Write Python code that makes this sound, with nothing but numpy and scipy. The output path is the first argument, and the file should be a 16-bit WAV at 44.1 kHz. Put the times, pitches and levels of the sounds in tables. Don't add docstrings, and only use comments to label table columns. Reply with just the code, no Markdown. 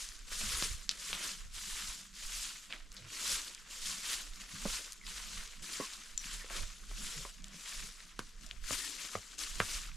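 import sys
import numpy as np
from scipy import signal
from scipy.fft import rfft, irfft, next_fast_len
from scipy.io import wavfile
from scipy.ndimage import uniform_filter1d, map_coordinates

SR = 44100
rng = np.random.default_rng(int(sys.argv[2]) if len(sys.argv) > 2 else 0)


def unload_audio(sound):
    columns = np.transpose(np.atleast_2d(sound))
    steps = np.round(np.clip(columns, -1, 1) * 32767)
    wavfile.write(sys.argv[1], SR, steps.astype(np.int16))


def volts_from_db(level):
    exponent = np.asarray(level, float) / 20
    return 10 ** exponent


N = 439236

# straws land in seconds, hiss in dB, push ends in seconds, hiss in dB,
# then fade in dB per second.
STROKES = [(-.1, -44, 0.0, -45.5, 70), (0.327, -43, 0.645, -39, 95), (1.0, -48.5, 1.109, -43, 100),
           (1.19, -46, 1.27, -41.5, 100), (1.545, -47.5, 1.882, -43.5, 82), (2.16, -51.5, 2.33, -44, 200),
           (2.34, -44, 2.452, -43.5, 75), (3.115, -49.5, 3.34, -35.5, 125), (3.71, -51.5, 3.8, -50, 150),
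           (3.82, -47, 3.871, -40, 55), (4.03, -47, 4.127, -38, 118), (4.492, -52.5, 4.6, -50, 100),
           (4.62, -47.5, 4.74, -39.5, 95), (5.066, -49.5, 5.382, -48.5, 55), (5.7, -50, 5.743, -44, 43),
           (6.218, -50, 6.338, -46.5, 78), (6.513, -47, 6.587, -46.5, 72), (6.89, -57, 7.03, -45, 100),
           (7.07, -46.5, 7.248, -49, 120), (7.55, -53, 7.675, -50, 150), (7.68, -48.5, 7.87, -49, 100),
           (8.68, -44, 8.74, -38.5, 50), (9.5, -51, 9.742, -41.5, 115)]
SLAPS = [
    (3.703, -52, 3.73, -51, 150),
    (5.624, -47.5, 5.66, -48.5, 100),
    (9.383, -44, 9.435, -41.5, 140),
]
# start in seconds, hiss in dB, fade in dB per second,
# extra grit in dB.
TOUCHES = [(.285, -53, 150, 0), (0.912, -45, 800, 3), (0.95, -52, 100, 3), (1.15, -52, 200, 8),
           (1.575, -54, 120, 7), (2.708, -60, 200, 13), (2.738, -57, 170, 11), (2.968, -59.5, 50, 4),
           (3.09, -58, 60, 2), (3.475, -48.5, 140, 0), (3.58, -58, 80, 3), (3.665, -61, 100, 4),
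           (4.36, -55, 60, 0), (4.41, -52, 200, 4), (4.905, -53, 250, 0), (5.94, -55, 150, 0),
           (6.054, -57.5, 110, 3), (6.83, -59, 60, 0), (7.465, -61, 60, 3), (8.02, -58, 65, 2),
           (8.194, -46, 1200, 0), (8.225, -59, 75, -3), (8.435, -58, 70, 2), (8.645, -54, 150, 0),
           (9.01, -44.5, 90, 2), (9.135, -50, 95, -4), (9.273, -55, 60, 0), (9.83, -53, 120, 4)]
# time in seconds, coarseness in dB.
COARSENESS = [(0, -2.5), (.45, .3), (1.05, -2.5), (1.2, 2.5), (1.66, -3), (1.82, 1.5), (2.0, -2.5),
              (2.85, -1.5), (3.15, 1), (3.35, -.5), (3.9, -1.2), (4.65, 2.5), (4.93, -2.5), (5.2, 2.5),
              (6.2, -.3), (6.56, 4), (6.75, -.5), (9.96, -.3)]
# time in seconds, drag in dB.
CLODS = [(0, -2), (.42, 3), (.8, 0), (1.25, 3), (1.6, -3), (2.4, -1), (3.3, 3), (3.6, -2), (4.3, 2),
         (4.75, -2), (5.3, -4), (5.6, 0), (6.25, -6), (6.55, 2), (7.6, 0), (8.5, -1), (9.25, 3), (9.96, 0)]
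# time in seconds, left over right in dB.
BROOM_PAN = [
    (0.0, 1.5),
    (2.58, 1),
    (8.02, 2.5),
    (8.21, 1.5),
    (8.54, 7),
    (9.96, 1.5),
]
# frequency in Hz, level in dB.
HISS_COLOUR = [(700, -42), (1500, -20.5), (3000, -4), (5000, -1), (7600, -0.5), (8300, -7), (10000, -36.5),
               (13000, -54)]
GRIT_COLOUR = [(300, -47), (600, -18), (880, -7), (1300, -2), (2000, -2), (3200, -3), (5000, -9.5),
               (8000, -37)]
FIZZ_COLOUR = [(3000, -60), (6000, -33), (8500, -3.5), (9700, -1.5), (10500, -6.5), (12500, -10),
               (14500, -21), (15700, -35)]
DRAG_COLOUR = [(80, -60), (150, -8), (300, -2.5), (500, -3), (800, -7), (1300, -20), (3000, -60)]
# peak in seconds, buffet in dB, swell and fade in dB per second.
GUSTS = [(0.46, -42, 30.0), (0.73, -31, 210.0), (1.46, -42, 90.0), (1.74, -49, 120.0), (1.89, -44, 190.0),
         (2.35, -47, 70.0), (2.85, -46, 120.0), (3.36, -50, 130.0), (3.81, -52, 110.0), (4.32, -48, 50.0),
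         (4.69, -40, 140.0), (5.11, -48, 80.0), (5.34, -48, 30.0), (6.31, -44, 50.0), (6.62, -38, 130.0),
         (6.95, -39, 100.0), (7.19, -47, 60.0), (7.44, -46, 190.0), (7.81, -39, 190.0), (8.36, -49, 30.0),
         (8.6, -46, 80.0), (9.56, -43, 70.0), (9.75, -38, 190.0), (9.9, -39, 130.0)]
# peak in seconds, drone in dB.
JOLTS = [(0.44, -51.0), (0.64, -55.0), (0.91, -58.0), (0.99, -64.0), (1.15, -59.0), (1.84, -62.0),
         (2.18, -60.0), (2.46, -58.0), (3.28, -51.0), (3.97, -54.0), (4.36, -62.0), (4.54, -53.0),
         (4.66, -50.0), (5.29, -58.0), (5.62, -59.0), (6.27, -53.0), (6.58, -53.0), (7.01, -51.0),
         (7.4, -58.0), (7.56, -59.0), (8.2, -59.0), (8.44, -59.0), (8.72, -57.0), (9.17, -57.0),
         (9.61, -49.0), (9.9, -60.0)]
# frequency in Hz, level in dB.
BUFFET_COLOUR = [(5, -38), (14, -0.5), (26, 0), (40, -1), (62, -23), (100, -33.5), (160, -29), (300, -98)]
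FLAP_COLOUR = [(30, -19), (60, 2), (90, -14.5), (140, -10.5), (300, -66)]
DRONE_COLOUR = [(60, -70), (90, -37), (130, -10), (190, 0.5), (260, -9), (400, -24), (800, -53)]
# frequency in Hz, density in dB per Hz.
HUSH_COLOUR = [(150, -48), (250, 2), (838, -2.5), (1050, 8), (1460, 11.5), (6000, -6), (12000, -35),
               (15600, -41)]
# start in seconds, peak in dB, pitch in Hz, left over right in dB,
# rattle off the rock in dB.
PEBBLES = [(0.088, -26.5, 6060, 1.5, -14), (0.19, -37, 6500, 2, -14), (0.6233, -18, 4000, 1.0, -22),
           (0.8914, -10, 4950, 3, -12), (0.9111, -23.5, 4150, -1.0, -7), (1.1289, -19.5, 3080, 4, -10),
           (1.1335, -27, 3300, 1, -14), (1.1494, -28, 3490, 0.0, -8), (2.7134, -37, 3000, 0, -8),
           (2.7243, -23.5, 2900, -1.0, -11), (2.9173, -33, 6030, 0.0, -17), (2.9656, -33, 4960, 2, 1),
           (5.0654, -32, 3500, .5, -2), (5.8524, -29, 4800, 2, -16), (5.9339, -28, 4930, 2.0, -14),
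           (7.4819, -35, 7000, .5, -14), (8.4637, -35, 5500, 1.5, -18), (8.489, -39, 6270, 1.0, -22),
           (8.5105, -25, 3100, 3.5, -20), (9.7336, -30, 7550, 7, -2), (9.7454, -27, 5500, -3, -14)]
# start in seconds, peak in dB, pitch in Hz,
# left over right in dB.
TICKS = [(0.1654, -40, 4920, 2.0), (0.3227, -32, 1910, 0.5), (0.5501, -25, 3830, 1.0),
         (0.5994, -29, 5490, 1.0), (1.0894, -29, 2900, 0.5), (2.0138, -40, 6400, 1.5),
         (2.1534, -38, 5850, 0.5), (2.7034, -36, 1940, -1.5), (2.7067, -32, 2730, -0.5),
         (2.7344, -34, 2060, -2.0), (2.7384, -36, 1850, -1.0), (2.7614, -40, 2230, -1.0),
         (3.1018, -37, 2700, -0.5), (3.2271, -28, 6580, 0.5), (3.277, -23, 6550, 0.5),
         (3.3164, -23, 6410, 0.5), (3.3564, -23, 3110, 1.0), (3.48, -31, 3850, 0.0),
         (3.5473, -28.5, 5600, 1.0), (3.5774, -43, 2580, 1.0), (3.7015, -38, 6180, 1.0),
         (3.7095, -34, 3360, 0.0), (4.3345, -38, 3170, 1.0), (4.3585, -37, 5080, 0.5),
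         (4.9212, -33, 8500, 3.0), (4.9304, -34, 5500, 2.5), (5.475, -35, 4760, 2.0),
         (6.0362, -38, 7030, 1.5), (6.0581, -40, 3610, 1.0), (6.2417, -32, 2440, 3.0),
         (6.4986, -35, 1710, 0.5), (6.565, -29, 2740, 1.0), (7.4215, -42, 5590, 1.0),
         (7.442, -32, 6010, 1.0), (8.0032, -39, 2170, 2.5), (8.6393, -36, 2250, 3.5),
         (9.3187, -38, 2910, 2.0), (9.3901, -26, 6530, 3.5), (9.4354, -26, 3600, 3.0),
         (9.5564, -32, 5600, 2.0), (9.8161, -31, 5590, 2.5)]
SPITS = [(2.799, -43, 4500, 0), (2.9264, -40, 10500, 0), (2.9414, -43, 9200, -2), (2.9464, -42, 9200, 1.5),
         (4.9212, -29, 5500, 3), (4.9304, -36, 9500, 2.5), (4.9362, -42, 9500, 2), (7.442, -32, 3500, 1),
         (7.454, -41, 3200, 1), (8.052, -43, 5000, 2), (8.191, -27, 3600, 2), (8.269, -44, 4500, 2),
         (8.291, -45, 10000, 2), (8.4637, -37, 6500, 2), (9.6005, -31, 9000, 2), (9.862, -40, 10000, 2),
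         (9.916, -40, 1700, 1), (9.943, -42, 6000, 2)]
# start in seconds, middle mode in dB, then relative to it
# low mode in dB, woody mode in dB, crack in dB.
KNOCKS = [(0.316, -46, -27, -4, 8), (0.621, -34.5, -9.5, 0, -10), (1.127, -41, -23, 2, 6),
          (4.652, -30, -4, -10, -13), (4.657, -35, -4, -4, -10), (5.7975, -30, -12, -14, -20),
          (5.805, -35, -12, -6, -20), (6.442, -45, -21, -3, -4), (6.502, -48, -17, 7, -18),
          (6.9105, -49, -17, 4, -12), (7.249, -44, -24, 8, -8), (7.542, -54, -10, -10, 9),
          (8.1897, -33, -16, 2, 2), (8.7055, -34.5, -13.5, 5, -6), (9.151, -30, -12, 1, -6),
          (9.6, -24, -12, 3.5, 8.5), (9.602, -34, -12, 3, 9)]
# frequency in Hz, width in Hz.
GROUND_MODES = [(190, 50), (540, 300), (1150, 480), (2200, 1500)]
# peak in seconds, level in dB rms, pitch in Hz,
# length in seconds.
RUBS = [(0.437, -55, 216, 0.051), (0.58, -47, 9700, .03), (3.05, -60, 120, 0.084),
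        (5.015, -66, 2200, 0.0036), (5.029, -66, 2150, .008), (5.052, -63, 1970, 0.01),
        (5.82, -53, 1100, 0.016), (5.84, -56, 1060, 0.02), (6.42, -59, 1850, .035),
        (6.578, -57, 1070, 0.026), (7.19, -53.5, 155, 0.052), (8.73, -58, 280, .03),
        (8.83, -58, 1850, 0.09), (8.9, -68, 286, .14)]
SHOVES = [(.47, -55, 70, .06), (.56, -53, 60, .05), (.73, -39, 30, .05), (1.12, -53, 25, .07),
          (1.46, -66, 70, .06), (1.56, -66, 80, .05), (1.75, -51, 18, .07), (1.87, -52, 14, .07),
          (2.24, -51, 15, .08), (3.33, -57, 30, .07), (3.86, -52, 15, .09), (4.33, -50, 15, .06),
          (4.54, -62, 100, .03), (5.32, -65, 65, .05), (5.37, -49, 15, .07), (5.61, -52, 16, .07),
          (6.14, -54, 16, .07), (6.62, -53, 62, .05), (7.0, -47, 15, .08), (7.81, -54, 25, .04),
          (8.55, -48, 15, .08), (8.64, -47, 15, .06), (8.76, -52, 25, .05), (9.56, -59, 70, .03)]
# start in seconds, peak in dB.
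HEELS = [
    (.621, -41.5),
    (4.655, -48),
    (6.908, -56),
    (8.189, -42.5),
    (8.705, -40),
    (9.151, -42.5),
    (9.6, -32.5),
]
# start in seconds, peak in dB, pitch in Hz, 60 dB decay in seconds.
RINGS = [(.6245, -30, 2600, .006), (5.013, -44, 2200, .015), (5.038, -44, 2000, .03),
         (5.803, -38, 1100, .13), (5.814, -44, 205, .1), (5.81, -44, 1900, .06), (7.252, -46, 560, .06),
         (8.1915, -31, 1650, .01), (8.2, -45, 1520, .04), (8.199, -48, 2140, .05),
         (9.1515, -36, 1900, .012), (9.153, -38, 1220, .04), (9.6015, -23, 2500, .007),
         (9.602, -25, 720, .012), (9.607, -36, 1500, .05), (9.607, -36, 2400, .04)]
# start in seconds, peak in dB, left over right in dB,
# extra weight on the first mode in dB.
FLINT = [
    (6.176, -18.5, 5, 0),
    (6.1885, -42, 3, 8),
    (6.1915, -36, 3, 6),
    (6.198, -40, 3, 11),
    (6.2095, -42, 3, 4),
    (6.2125, -47, 3, 12),
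]
# frequency in Hz, level in dB, 60 dB decay in seconds.
FLINT_MODES = [(5860, -12, 0.035), (7180, 1, 0.0089), (12300, -20, .004), (3900, 5, 0.0016)]
# frequency in Hz, 60 dB decay in seconds.
ROCK_DECAY = [(200, 0.11), (2000, 0.093), (6000, 0.063), (12000, 0.023)]
# frequency in Hz, likeness of left and right from 0 to 1.
LIKENESS = [(60, 0.86), (130, 0.88), (290, 0.76), (640, 0.74), (1410, 0.9), (3100, 0.81), (9000, 0.93),
            (14000, 0.3)]
# frequency in Hz, left over right in dB.
PORTS = [(60, -4.5), (180, -1.7), (550, -1.8), (1650, -1.8), (4970, -1.1), (15000, 3.6)]
# centre in Hz, width in Hz, depth from 0 to 1.
NOTCH = (828, 240, 0.48)


def unit(x):
    return x / np.sqrt(np.mean(x ** 2) + 1e-20)


def along(points, hz):
    f, v = np.transpose(points)
    return np.interp(np.log(hz + 1), np.log(f + 1), v)


def curve(rows):
    s, value = np.transpose(rows)
    return np.interp(np.arange(N) / SR, s, value)


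def wobble(rate):
    steps = np.arange(0, N + 16, 16)
    knots = rng.standard_normal(N // 100)
    return np.interp(np.arange(N), steps, map_coordinates(knots, [steps * rate / SR]))


def filtered(x, response):
    m = next_fast_len(x.shape[-1] + 8192)
    return irfft(rfft(x, m) * response(np.fft.rfftfreq(m, 1 / SR)), m)[..., :x.shape[-1]]


def panned(db):
    return volts_from_db(np.array([db / 2, -db / 2]))


def add(track, s, sound):
    at = round(s * SR)
    track[:, at:at + sound.shape[1]] += sound[:, :N - at]


def swell(start, start_db, end, end_db, rises, fades):
    t = np.arange(0, N / SR + .01, .001)
    drift = np.interp(t, [start, end + 1e-4], [start_db, end_db])
    before = np.abs(rises) * np.maximum(start - t, 0)
    after = np.abs(fades) * np.maximum(t - end, 0)
    return volts_from_db(2 * (drift - before - after))


def level(power):
    return np.interp(np.arange(N) / SR, np.arange(len(power)) / 1000, 10 * np.log10(power))


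def scratch(spectrum, spiky_db, clump_db, clump_hz, patchy_db, size=1):
    n = N // size
    hold = 12 // size
    force = np.repeat(rng.exponential(size=n // hold + 1), hold)[:n]
    sizes = volts_from_db(spiky_db * np.minimum(force, 4))
    sizes = sizes / np.sqrt(uniform_filter1d(sizes ** 2, size=4096 // size))
    sizes = sizes * volts_from_db(clump_db * wobble(clump_hz)[::size][:n])
    z = signal.stft((sizes * rng.standard_normal((2, n))).astype(np.float32), nperseg=256)[2]
    field = rng.standard_normal(z.shape[1:], np.float32)
    field = uniform_filter1d(uniform_filter1d(field, 5, 0), 8, 1)
    pair = signal.istft(z * volts_from_db(patchy_db * unit(field)), nperseg=256)[1][:, :n]
    m = next_fast_len(n + 1024)
    hz = np.fft.rfftfreq(m, size / SR)
    turn = np.arccos(np.clip(along(LIKENESS, hz), 0, 1)) / 2
    coloured = rfft(pair, m) * volts_from_db(along(spectrum, hz)) * [np.cos(turn), np.sin(turn)]
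    mid, side = irfft(coloured, m * size)[:, :N]
    return unit(np.array([mid + side, mid - side]))


def overhang(x, wet_db, low_hz=40):
    hz, t, z = signal.stft(rng.standard_normal((2, SR // 5)), SR, nperseg=128)
    tail = signal.istft(z * volts_from_db(-60 * t / along(ROCK_DECAY, hz)[:, None]), SR, nperseg=128)[1]
    delay = np.arange(tail.shape[1]) / SR
    arrival = 0.9 + np.clip((delay - .008) / 0.0036, 0, 1)
    tail = (tail + 0.57 * tail[::-1]) * arrival
    thin = filtered(x, lambda f: 1j * f / (low_hz + 1j * f))
    wet = signal.fftconvolve(thin[None], tail / np.linalg.norm(tail[0]), axes=1)
    return np.pad(x, (0, wet.shape[1] - len(x))) + volts_from_db(wet_db) * wet


def broom():
    lifted_db, firm_push_db = -68, -44
    pushes = volts_from_db(2 * lifted_db)
    for rows, bite in ((STROKES, 480), (SLAPS, 4000)):
        pushes = pushes + sum(swell(*row[:4], bite, row[4]) for row in rows)
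    touches = [swell(s, db, s, db, 3.5 * fades, fades) for s, db, fades, _ in TOUCHES]
    sprays = [power * volts_from_db(2 * row[-1]) for power, row in zip(touches, TOUCHES)]
    pressure_db = level(pushes + sum(touches))
    spray_db = level(pushes + sum(sprays)) - pressure_db
    firm_db = pressure_db - firm_push_db
    coarse_db = curve(COARSENESS) + spray_db
    grit_db = -5 - .17 * firm_db + coarse_db
    fizz_db = -6.4 + .12 * firm_db - .05 * np.arange(N) / SR
    drag_db = -21 - .38 * firm_db + 1.4 * coarse_db + curve(CLODS)
    sparse = 1 + 0.47 * np.clip(-firm_db / 12, 0, 1)
    hiss = volts_from_db(0.18) * scratch(HISS_COLOUR, 1.7 * sparse, clump_db=0.6, clump_hz=306, patchy_db=1.4)
    grit = volts_from_db(grit_db) * scratch(GRIT_COLOUR, 2.1 * sparse, clump_db=-2.0, clump_hz=118.9, patchy_db=1.8)
    fizz = volts_from_db(fizz_db) * scratch(FIZZ_COLOUR, 1.8 * sparse, clump_db=0.5, clump_hz=282, patchy_db=1.8)
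    drag = volts_from_db(drag_db) * scratch(DRAG_COLOUR, 1.0, clump_db=3.0, clump_hz=38.8, patchy_db=3.0, size=6)
    flutter_db = 0.88 * wobble(35) + 0.44 * wobble(80)
    return (hiss + grit + fizz + drag) * volts_from_db(pressure_db + flutter_db) * panned(curve(BROOM_PAN))


def wind():
    breeze_db, still_db = -61, -68
    gusts = sum(swell(s, db, s, db, slope, slope) for s, db, slope in GUSTS)
    jolts = sum(swell(s, db, s, db, rises=280, fades=170) for s, db in JOLTS)
    buffet_db = level(volts_from_db(2 * breeze_db) + gusts)
    drone_db = level(volts_from_db(2 * still_db) + jolts)
    push = scratch(BUFFET_COLOUR, spiky_db=0.5, clump_db=2.5, clump_hz=4.4, patchy_db=1, size=12)
    push = push / np.sqrt(np.abs(uniform_filter1d(push.mean(axis=0) ** 2, size=4000)) + 0.79)
    flap = scratch(FLAP_COLOUR, spiky_db=1, clump_db=3, clump_hz=12, patchy_db=1, size=12)
    flap = volts_from_db(-23.5 + 1.23 * (buffet_db + 40.5)) * flap
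    drone = scratch(DRONE_COLOUR, spiky_db=-0.5, clump_db=3.5, clump_hz=14, patchy_db=2, size=12)
    hush = scratch(HUSH_COLOUR, spiky_db=-0.5, clump_db=0.2, clump_hz=5, patchy_db=3)
    return volts_from_db(buffet_db + .3) * (push + flap) + volts_from_db(drone_db - 2.5) * drone + volts_from_db(-71.5) * hush


def pebbles():
    track, t = np.zeros((2, N)), np.arange(SR // 50) / SR

    def radiation(f):
        return ((1j * f / 1300) / (1 + 1j * f / 1300)) ** 2 / (1 + 1j * f / 14000) ** 2

    for s, db, hz, pan_db, rattle_db in PEBBLES:
        click = np.sin(2 * np.pi * hz * t) * (t * hz) ** 0.87 * np.exp(-t * hz / 0.46)
        click = filtered(click, radiation)
        click = overhang(click / np.abs(click).max(), rattle_db + 2)
        add(track, s + .0013, volts_from_db(db) * panned(pan_db)[:, None] * click)
    return track


def ticks(rows, t60, q, top_hz):
    track, t = np.zeros((2, N)), np.arange(SR // 100) / SR
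    for s, db, hz, pan_db in rows:
        noise = rng.standard_normal((2, len(t)))
        burst = (noise[0] + .3 * noise) * volts_from_db(-60 * t / t60) * (1 - np.exp(-t / .0003))

        def resonance(f):
            width = 1j * f * hz / q
            return (width / (hz * hz - f * f + width)) ** 2 / (1 + (f / top_hz) ** 8)

        snap = filtered(burst, resonance)
        add(track, s + .0005, volts_from_db(db - 2) * panned(pan_db)[:, None] * snap / np.abs(snap).max())
    return track


def knocks():
    track, t = np.zeros((2, N)), np.arange(SR // 8) / SR
    for s, db, low_db, wood_db, crack_db in KNOCKS:
        softness = np.clip(-crack_db / 14, 0, 1.5)
        crumble = rng.standard_normal(len(t)) * volts_from_db(-60 * t / (0.0081 + 0.014 * softness))
        blow = (t == 0) * 8 / (1 + 0.5 * softness) + crumble
        knock, sign = 0, 1
        for (c, w), mode_db in zip(GROUND_MODES, (low_db, 0, wood_db, crack_db)):
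            ring = filtered(blow, lambda f: 1j * f * w / (c * c - f * f + 1j * f * w)
                            / (1 + 1j * f / (1.5 * c)) ** 3)
            knock = knock + sign * volts_from_db(mode_db) * ring / np.abs(ring).max()
            sign = -sign
        add(track, s + 0.002036, volts_from_db(db) * overhang(knock, wet_db=-9, low_hz=900))
    return track


def rubs(rows):
    track = np.zeros((2, N))
    for s, db, hz, length in rows:
        u = np.arange(-2 * length, 2 * length, 1 / SR) / length
        noise = rng.standard_normal(len(u))
        tone = filtered(noise, lambda f: 1 / (1 + ((f - hz) / (0.066 * hz + 12)) ** 2))
        add(track, s - 2 * length, volts_from_db(db + 5) * unit(tone) * np.exp(-3.5 * u ** 2) * np.ones((2, 1)))
    return track


def heels():
    track, t = np.zeros((2, N)), np.arange(SR // 6) / SR
    cycles = 65 * t + 1.6 * (1 - np.exp(-t / .02))
    thump = np.sin(2 * np.pi * cycles) * volts_from_db(-60 * t / 0.12) * (1 - np.exp(-t / 0.0089))
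    for s, db in HEELS:
        add(track, s + 0.002, volts_from_db(db) * overhang(thump, wet_db=-10.5))
    return track


def rings():
    track, t = np.zeros((2, N)), np.arange(SR // 8) / SR
    for s, db, hz, t60 in RINGS:
        drift = .03 * np.cumsum(rng.standard_normal(len(t)))
        tone = np.sin(2 * np.pi * hz * t + drift) * volts_from_db(db - 60 * t / t60) * (1 - np.exp(-t / .0006))
        add(track, s, tone * np.ones((2, 1)))
    return track


def flint():
    track, t = np.zeros((2, N)), np.arange(SR // 16) / SR
    first, *rest = [volts_from_db(db - 60 * t / t60) * np.sin(2 * np.pi * hz * t) for hz, db, t60 in FLINT_MODES]
    for s, db, pan_db, first_db in FLINT:
        ring = (volts_from_db(first_db) * first + sum(rest)) * (1 - np.exp(-t / 0.00035))
        add(track, s + 0.0011, volts_from_db(db) * panned(pan_db)[:, None] * overhang(ring, wet_db=-15))
    return track


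def scene():
    sweeping = broom() + pebbles() + rubs(RUBS)
    sweeping += ticks(TICKS, t60=.0055, q=1.3, top_hz=9500) + ticks(SPITS, t60=.004, q=1.1, top_hz=12500)
    steps = knocks() + heels() + rings()
    air = wind() + rubs(SHOVES)
    return sweeping + steps + flint() + air


def low_pass(x):
    return signal.sosfilt(signal.butter(12, 15700, fs=SR, output="sos"), x)


def record(dry):
    top_hz = 15730
    c, w, depth = NOTCH

    def microphone(f):
        housing = 1 - np.clip(depth, 0, 1) * 1j * f * w / (c * c - f * f + 1j * f * w)
        return panned(along(PORTS, f)) * housing * (f < top_hz)

    return low_pass(filtered(dry, microphone))


dry = scene()
out = record(dry)
unload_audio(out)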